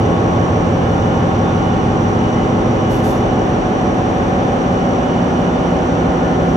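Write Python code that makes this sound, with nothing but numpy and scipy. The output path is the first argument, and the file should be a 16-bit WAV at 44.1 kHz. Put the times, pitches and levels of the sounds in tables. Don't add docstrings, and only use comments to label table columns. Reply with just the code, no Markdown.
import sys
import numpy as np
from scipy import signal
from scipy.fft import rfft, irfft
from scipy.io import wavfile
from scipy.ndimage import uniform_filter1d, minimum_filter1d

SR = 44100
rng = np.random.default_rng(int(sys.argv[2]) if len(sys.argv) > 2 else 0)


def log_audio(samples):
    frames = np.atleast_2d(samples).T
    limited = np.clip(frames, -1, 1)
    pcm = np.round(limited * 32767).astype(np.int16)
    wavfile.write(sys.argv[1], SR, pcm)


N = 289692
TIME = np.arange(N) / SR
FREQS = np.maximum(np.arange(N // 2 + 1) * SR / N, 1)
CUTOFF_HZ = 14500

# pitch_hz [Hz], likeness [-1 to 1]
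MIC_LIKENESS = [(60, 0.98), (180, 0.98), (350, 0.84), (600, 0.49), (800, 0.19), (1050, 0.1), (1550, -0.38),
                (2600, 0.1), (3600, 0.038), (5050, 0.0099), (5750, 0.99), (7500, 0.72), (8700, -0.16),
                (11000, 0.36)]


def from_db(db):
    return 10 ** (np.asarray(db) / 20)


def at_hz(points, hz):
    points = np.array(points)
    return np.interp(np.log(hz), np.log(points[:, 0]), points[:, 1])


def drift(rate, t, size=512):
    hz = np.arange(size + 1) / (2 * N / SR)
    smoothing = np.exp(-.5 * (hz / rate) ** 2)
    slow = irfft(rfft(rng.standard_normal(2 * size)) * smoothing)[:size]
    slow = slow / np.sqrt(np.mean(slow ** 2))
    return np.interp(t, np.linspace(0, N / SR, size), slow)


def stereo(mid, side, alike):
    alike = np.clip(alike, -1, 1)
    mid = np.sqrt((1 + alike) / 2) * mid
    side = np.sqrt((1 - alike) / 2) * side
    return np.array([mid + side, mid - side])


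def room_noise(gain):
    mid, side = rfft(rng.standard_normal((2, N))) * np.sqrt(SR / 2)
    return irfft(gain * stereo(mid, side, at_hz(MIC_LIKENESS, FREQS)), N)


def hum(phase, t, alike, wandering, rate):
    wandering = np.clip(wandering, 0, 1)
    sine, cosine = np.sin(phase), np.cos(phase)

    def with_reflections(steady):
        reflections = drift(rate, t) * sine + drift(rate, t) * cosine
        tone = np.sqrt(2 * (1 - wandering)) * steady + np.sqrt(wandering) * reflections
        return tone / tone.std()

    mid = with_reflections(sine)
    side = with_reflections(rng.choice([-1, 1]) * cosine)
    return stereo(mid, side, alike)


def standing_wave(t, db_per_s, crest, node, depth_db):
    trough = from_db(-2 * abs(depth_db))
    ripple = np.cos(np.pi / 2 * (t - crest) / (node - crest)) ** 2
    swell = from_db(db_per_s * t) * np.sqrt(trough + (1 - trough) * ripple)
    return swell / np.sqrt(np.mean(swell ** 2))


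def walk(sound):
    # [dB, sign ignored]
    room_waves = [(40, 30, -1, 3, 5.1, 1.5), (62, 22, 1, 3.5, 5, -1.5), (98, 41, -0.2, 5, 6.2, 2),
                  (176, 47, 1, 4, 4.7, 3), (245, 62, -0.1, 5.5, 5.2, -1), (422, 140, 0, 0, 2.1, 4),
                  (670, 74, 0, 5, 7.9, 3.5)]
    out, spectrum = sound, rfft(sound)
    for hz, width, *wave in room_waves:
        band = irfft(spectrum / (1 + (2 * (FREQS - hz) / width) ** 4), N)
        out = out + band * (standing_wave(TIME, *wave) - 1)
    return out


def diesel(speed_wobble, count=182, size=8):
    # order [multiple of the cycle rate], level_db [dB before loud_trim_db],
    # trend [dB per s], crest_s [s], next_node_s [s], depth_db [dB]
    loud_orders = [(14, -33.5, -2.5, 1.4, 2.7, 6), (15, -32.9, -1.5, 1.0, 2.5, 6),
                   (17, -29.5, -3.0, 3.7, 6.8, 6), (18, -32.9, -3.0, 1.3, 4.0, 6),
                   (21, -28.9, 0.0, 2.1, 5.7, 13), (27, -35.1, 0.5, 1.7, 3.4, 3),
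                   (28, -28.0, 0.0, -0.3, 3.9, 13), (29, -30.5, 0.0, 0.2, 2.9, 3),
                   (30, -34.8, 0.0, 1.6, 3.3, 13), (31, -36.9, 0.5, -1.3, 2.9, 6),
                   (32, -33.0, 0.0, 2.6, 6.8, 13), (33, -33.1, 0.0, 3.2, 5.9, 18),
                   (36, -35.6, -1.0, 1.4, 3.1, 6), (39, -28.3, 0.0, 2.0, 4.7, 9),
                   (40, -27.3, 0.5, 2.4, 3.7, 3), (42, -37.1, 3.0, 0.7, 1.9, 6),
                   (43, -31.0, 1.0, -0.4, 2.3, 6), (44, -32.6, 2.0, 1.3, 5.5, 18),
                   (45, -35.1, 1.0, -0.7, 2.9, 18), (48, -36.3, 0.5, 0.2, 2.9, 13),
                   (49, -35.6, -1.0, 1.8, 4.1, 6), (53, -35.0, 2.0, 2.5, 5.6, 18),
                   (54, -35.7, -0.5, 0.9, 3.2, 18), (56, -31.0, -2.0, 3.1, 5.1, 13),
                   (59, -34.1, 1.0, 1.9, 2.9, 6), (60, -39.2, 1.5, -1.3, 2.9, 13),
                   (61, -38.4, -1.0, 0.4, 3.1, 9), (63, -35.1, 1.5, 0.9, 1.9, 6),
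                   (65, -37.8, 0.0, 2.5, 5.6, 13), (69, -35.6, 0.5, 2.0, 4.7, 13),
                   (70, -33.7, -1.5, 2.7, 4.7, 18), (72, -36.7, -2.0, 0.5, 2.0, 3),
                   (80, -35.4, 1.5, -0.7, 3.5, 9), (81, -37.1, -0.5, 0.2, 1.9, 6),
                   (84, -37.8, 1.0, 1.4, 4.1, 9), (86, -38.2, 0.0, 1.8, 3.8, 9),
                   (87, -39.2, -2.5, 1.3, 2.1, 9), (88, -36.7, 0.0, -0.4, 2.3, 18),
                   (89, -33.2, -0.5, 1.2, 2.0, 6), (93, -37.8, 1.5, 0.1, 2.1, 13),
                   (94, -38.1, 1.0, -0.2, 2.1, 13), (96, -37.8, 0.5, -0.3, 3.3, 6),
                   (97, -36.9, 0.0, 1.0, 2.7, 9), (102, -36.8, -0.5, 0.4, 1.7, 18),
                   (106, -40.0, 1.0, 1.5, 3.8, 13), (121, -40.3, 1.5, -0.1, 4.1, 6),
                   (123, -33.1, 1.0, 3.4, 5.7, 13), (124, -35.4, 0.0, 0.1, 2.1, 18),
                   (125, -36.5, 0.0, 1.5, 3.5, 9), (127, -35.8, 0.0, 1.7, 2.8, 9),
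                   (128, -35.4, -0.5, 2.2, 3.9, 13), (131, -36.9, 0.0, 1.3, 2.1, 9),
                   (132, -38.4, -0.5, 0.5, 2.5, 13), (142, -40.1, 0.5, 1.7, 2.7, 6)]
    # pitch_hz [Hz], level_db [dB of each hum]
    weak_orders = [(18, -64), (36, -46.5), (48, -40), (66, -38.5), (140, -39.5), (300, -40.5), (560, -40.5),
                   (680, -44), (790, -41.5), (850, -43), (910, -48), (1000, -48), (1100, -48.5),
                   (1200, -58.5)]
    cycle_hz = 6.016
    beat_stagger = 0.405
    beat_blur_db = -36
    direct_likeness = 0.6
    loud_wandering, weak_wandering = 0.04, 0.74
    loud_trim_db, fades_per_s = 0.4, 0.18

    t = TIME[::size]
    cycle_rate = cycle_hz * (1 + speed_wobble * drift(0.99, t))
    turns = np.cumsum(cycle_rate) * size / SR
    loud = {round(order): row for order, *row in loud_orders}
    direct, diffuse, lag, neighbour = 0, 0, 0, 1
    for order in range(3, count):
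        hz = order * cycle_hz
        if order in loud:
            gain = from_db(loud[order][0] + loud_trim_db)
        else:
            gain = from_db(at_hz(weak_orders, hz))
        blur = rng.standard_normal() * from_db(beat_blur_db) / np.sqrt(gain * neighbour)
        lag = lag + 2 * np.pi * beat_stagger * order + blur
        neighbour = gain
        phase = 2 * np.pi * order * turns - lag
        alike = at_hz(MIC_LIKENESS, hz)
        scatter = hz / (hz + 200)
        rate = fades_per_s * (1 + hz / 400)
        if order in loud:
            tone = hum(phase, t, max(alike, direct_likeness), loud_wandering * scatter, rate)
            direct = direct + gain * standing_wave(t, *loud[order][1:]) * tone
        else:
            diffuse = diffuse + gain * hum(phase, t, alike, weak_wandering * scatter, rate)
    direct, diffuse = signal.resample_poly([direct, diffuse], size, 1, axis=2)[:, :, :N]
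    return direct + walk(diffuse)


def ventilation():
    # [dB per Hz, before the room resonances]
    roar_spectrum = [(22, -71.5), (40, -46), (60, -57), (95, -46), (190, -48), (290, -52), (560, -53),
                     (670, -55), (780, -52), (900, -57.5), (1100, -56.5), (1600, -61), (2650, -71.5),
                     (3500, -75.5), (5100, -82.5), (7200, -86.5), (9800, -105.5), (14000, -118)]
    return walk(room_noise(from_db(at_hz(roar_spectrum, FREQS))))


def whines():
    machine_tones = [(1107, -34.7, -.35, .15, 2), (1186, -44, -.4, .5, 3), (1210, -45, .1, .3, 1),
                     (1291, -40, -.4, .15, 1), (1419, -41.8, -.35, .2, 1), (1475, -46.5, -.4, .3, 1.5),
                     (1660, -50, -.25, .3, 1), (1773, -45.5, -.5, .2, 1), (1844, -53, -.3, .4, 1),
                     (2028, -50.5, 0, .3, 1), (921.5, -40.5, .1, .3, 1), (74.5, -43.5, .99, .1, .3),
                     (119.7, -41.5, .98, .4, .5), (178.2, -36, .97, .2, .3), (184.3, -38.5, .97, .2, .3),
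                     (277.7, -39.5, .9, .3, .3), (368.5, -41.5, .85, .4, .3)]
    tone_waves = {1107: (-1.3, 0, 1, 3), 1291: (1, .8, 1.7, 6), 1419: (0, 1.7, 4, 9),
                  1475: (3.7, 2.6, 5.7, 9), 1773: (.5, 0.6, 2.2, 19), 2028: (0, .8, 1.7, 6)}
    trim_db = 0.6
    out = 0
    for hz, db, alike, wandering, flutter in machine_tones:
        swell = standing_wave(TIME, *tone_waves[hz]) if hz in tone_waves else 1
        phase = 2 * np.pi * (hz * TIME + rng.random())
        out = out + from_db(db) * swell * hum(phase, TIME, alike, wandering, flutter)
    return from_db(trim_db) * out


def gear(hz, levels, gain_db, alike, wandering, flutter):
    level_db = np.interp(TIME, *np.transpose(levels))
    return from_db(level_db + gain_db) * hum(2 * np.pi * hz * TIME, TIME, alike, wandering, flutter)


def gears():
    # time_s [s], level_db [dB before gain_db]
    gear_swells = [(0.0, -46), (0.14, -45), (0.27, -57), (0.42, -44.5), (0.6, -57), (0.8, -45), (0.98, -50),
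                   (1.13, -44.5), (1.34, -54), (1.58, -43.5), (2.07, -52), (2.22, -42.5), (2.58, -46),
                   (2.7, -54), (2.88, -43.5), (3.2, -48), (3.36, -44.5), (3.68, -58), (4.3, -48.5),
                   (4.56, -53), (4.8, -44), (4.95, -50), (5.1, -41), (5.28, -50), (5.62, -42.5),
                   (5.95, -57), (6.17, -48), (6.56, -50)]
    pinion_swells = [(0.0, -54.6), (0.74, -58), (1.09, -49.6), (1.58, -48), (2.04, -62), (2.56, -52.5),
                     (3.18, -50), (3.65, -61), (4.22, -52), (4.98, -58), (5.55, -51.6), (6.15, -55),
                     (6.56, -62)]
    return (gear(2930, gear_swells, gain_db=0, alike=.5, wandering=.06, flutter=5)
            + gear(3547, pinion_swells, gain_db=-0.5, alike=0.22, wandering=0.24, flutter=7.7))


def rushes():
    # [dB, left minus right, before the final balance]
    air_bands = [(2380, 210, -46, -1), (2930, 450, -42.5, -1), (3225, 44, -57, -1), (3524, 24, -55, -9),
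                 (5820, 250, -47, -5), (8750, 570, -66.5, 17.5), (11640, 460, -72, 10)]
    out = 0
    for hz, width, db, pan_db in air_bands:
        shape = 1 / (1 + ((FREQS - hz) / (0.67 * width)) ** 2)
        shape = shape / np.sqrt(np.sum(shape ** 2) * SR / N)
        out = out + room_noise(shape) * from_db([[db + pan_db / 2], [db - pan_db / 2]])
    return out


def sleeve(grain_db, pan_db, count=12):
    # start_s [s], length_s [s], level_db [dB before grain and pan]
    brush_strokes = [(2.887, 0.071, -42), (2.97, 0.04, -54), (3.025, 0.055, -41), (3.078, 0.04, -44),
                     (3.145, 0.012, -51), (6.425, 0.067, -55)]
    # [relative dB per Hz, before the low cut]
    cloth_spectrum = [(2500, 2), (6000, 2.5), (9000, -4), (11500, 0), (14000, -5.5)]
    attack_s, release_s = 0.026, 0.041
    dulling = 0.41

    low_cut = FREQS ** 2 / (FREQS ** 2 + 2500 ** 2)
    noise = room_noise(from_db(at_hz(cloth_spectrum, FREQS)) * low_cut)
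    spectrum = rfft(noise / noise.std())
    strokes = 0
    for start, length, db in brush_strokes:
        grip = np.clip((TIME - start) / attack_s, 0, 1)
        let_go = np.exp(-np.maximum(TIME - start - length, 0) / release_s)
        strokes = strokes + from_db(db) * grip * let_go
    speed = strokes / strokes.max()
    hiss = 0
    for band in range(count):
        threads = uniform_filter1d(rng.standard_normal(N), size=220)
        catch = from_db(grain_db * threads / threads.std())
        catch = catch / np.sqrt(np.mean(catch ** 2))
        gain = catch * speed ** (dulling * (band / count) ** 2)
        in_band = FREQS * count // CUTOFF_HZ == band
        hiss = hiss + gain * irfft(spectrum * in_band, N)
    return strokes * hiss * from_db([[pan_db / 2], [-pan_db / 2]])


def scene():
    machines = diesel(speed_wobble=0.00023) + ventilation() + whines() + gears() + rushes()
    return (machines + sleeve(grain_db=2.0, pan_db=3.5)) * from_db([[-.25], [.25]])


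def record(dry):
    limit = 0.82
    dry = signal.sosfilt(signal.butter(2, 16, "high", fs=SR, output="sos"), dry)
    headroom = limit / np.maximum(np.abs(dry).max(axis=0), limit)
    dry = dry * uniform_filter1d(minimum_filter1d(headroom, size=441), size=441)
    return signal.sosfilt(signal.cheby2(16, 70, CUTOFF_HZ + 600, fs=SR, output="sos"), dry)


dry = scene()
out = record(dry)
log_audio(out)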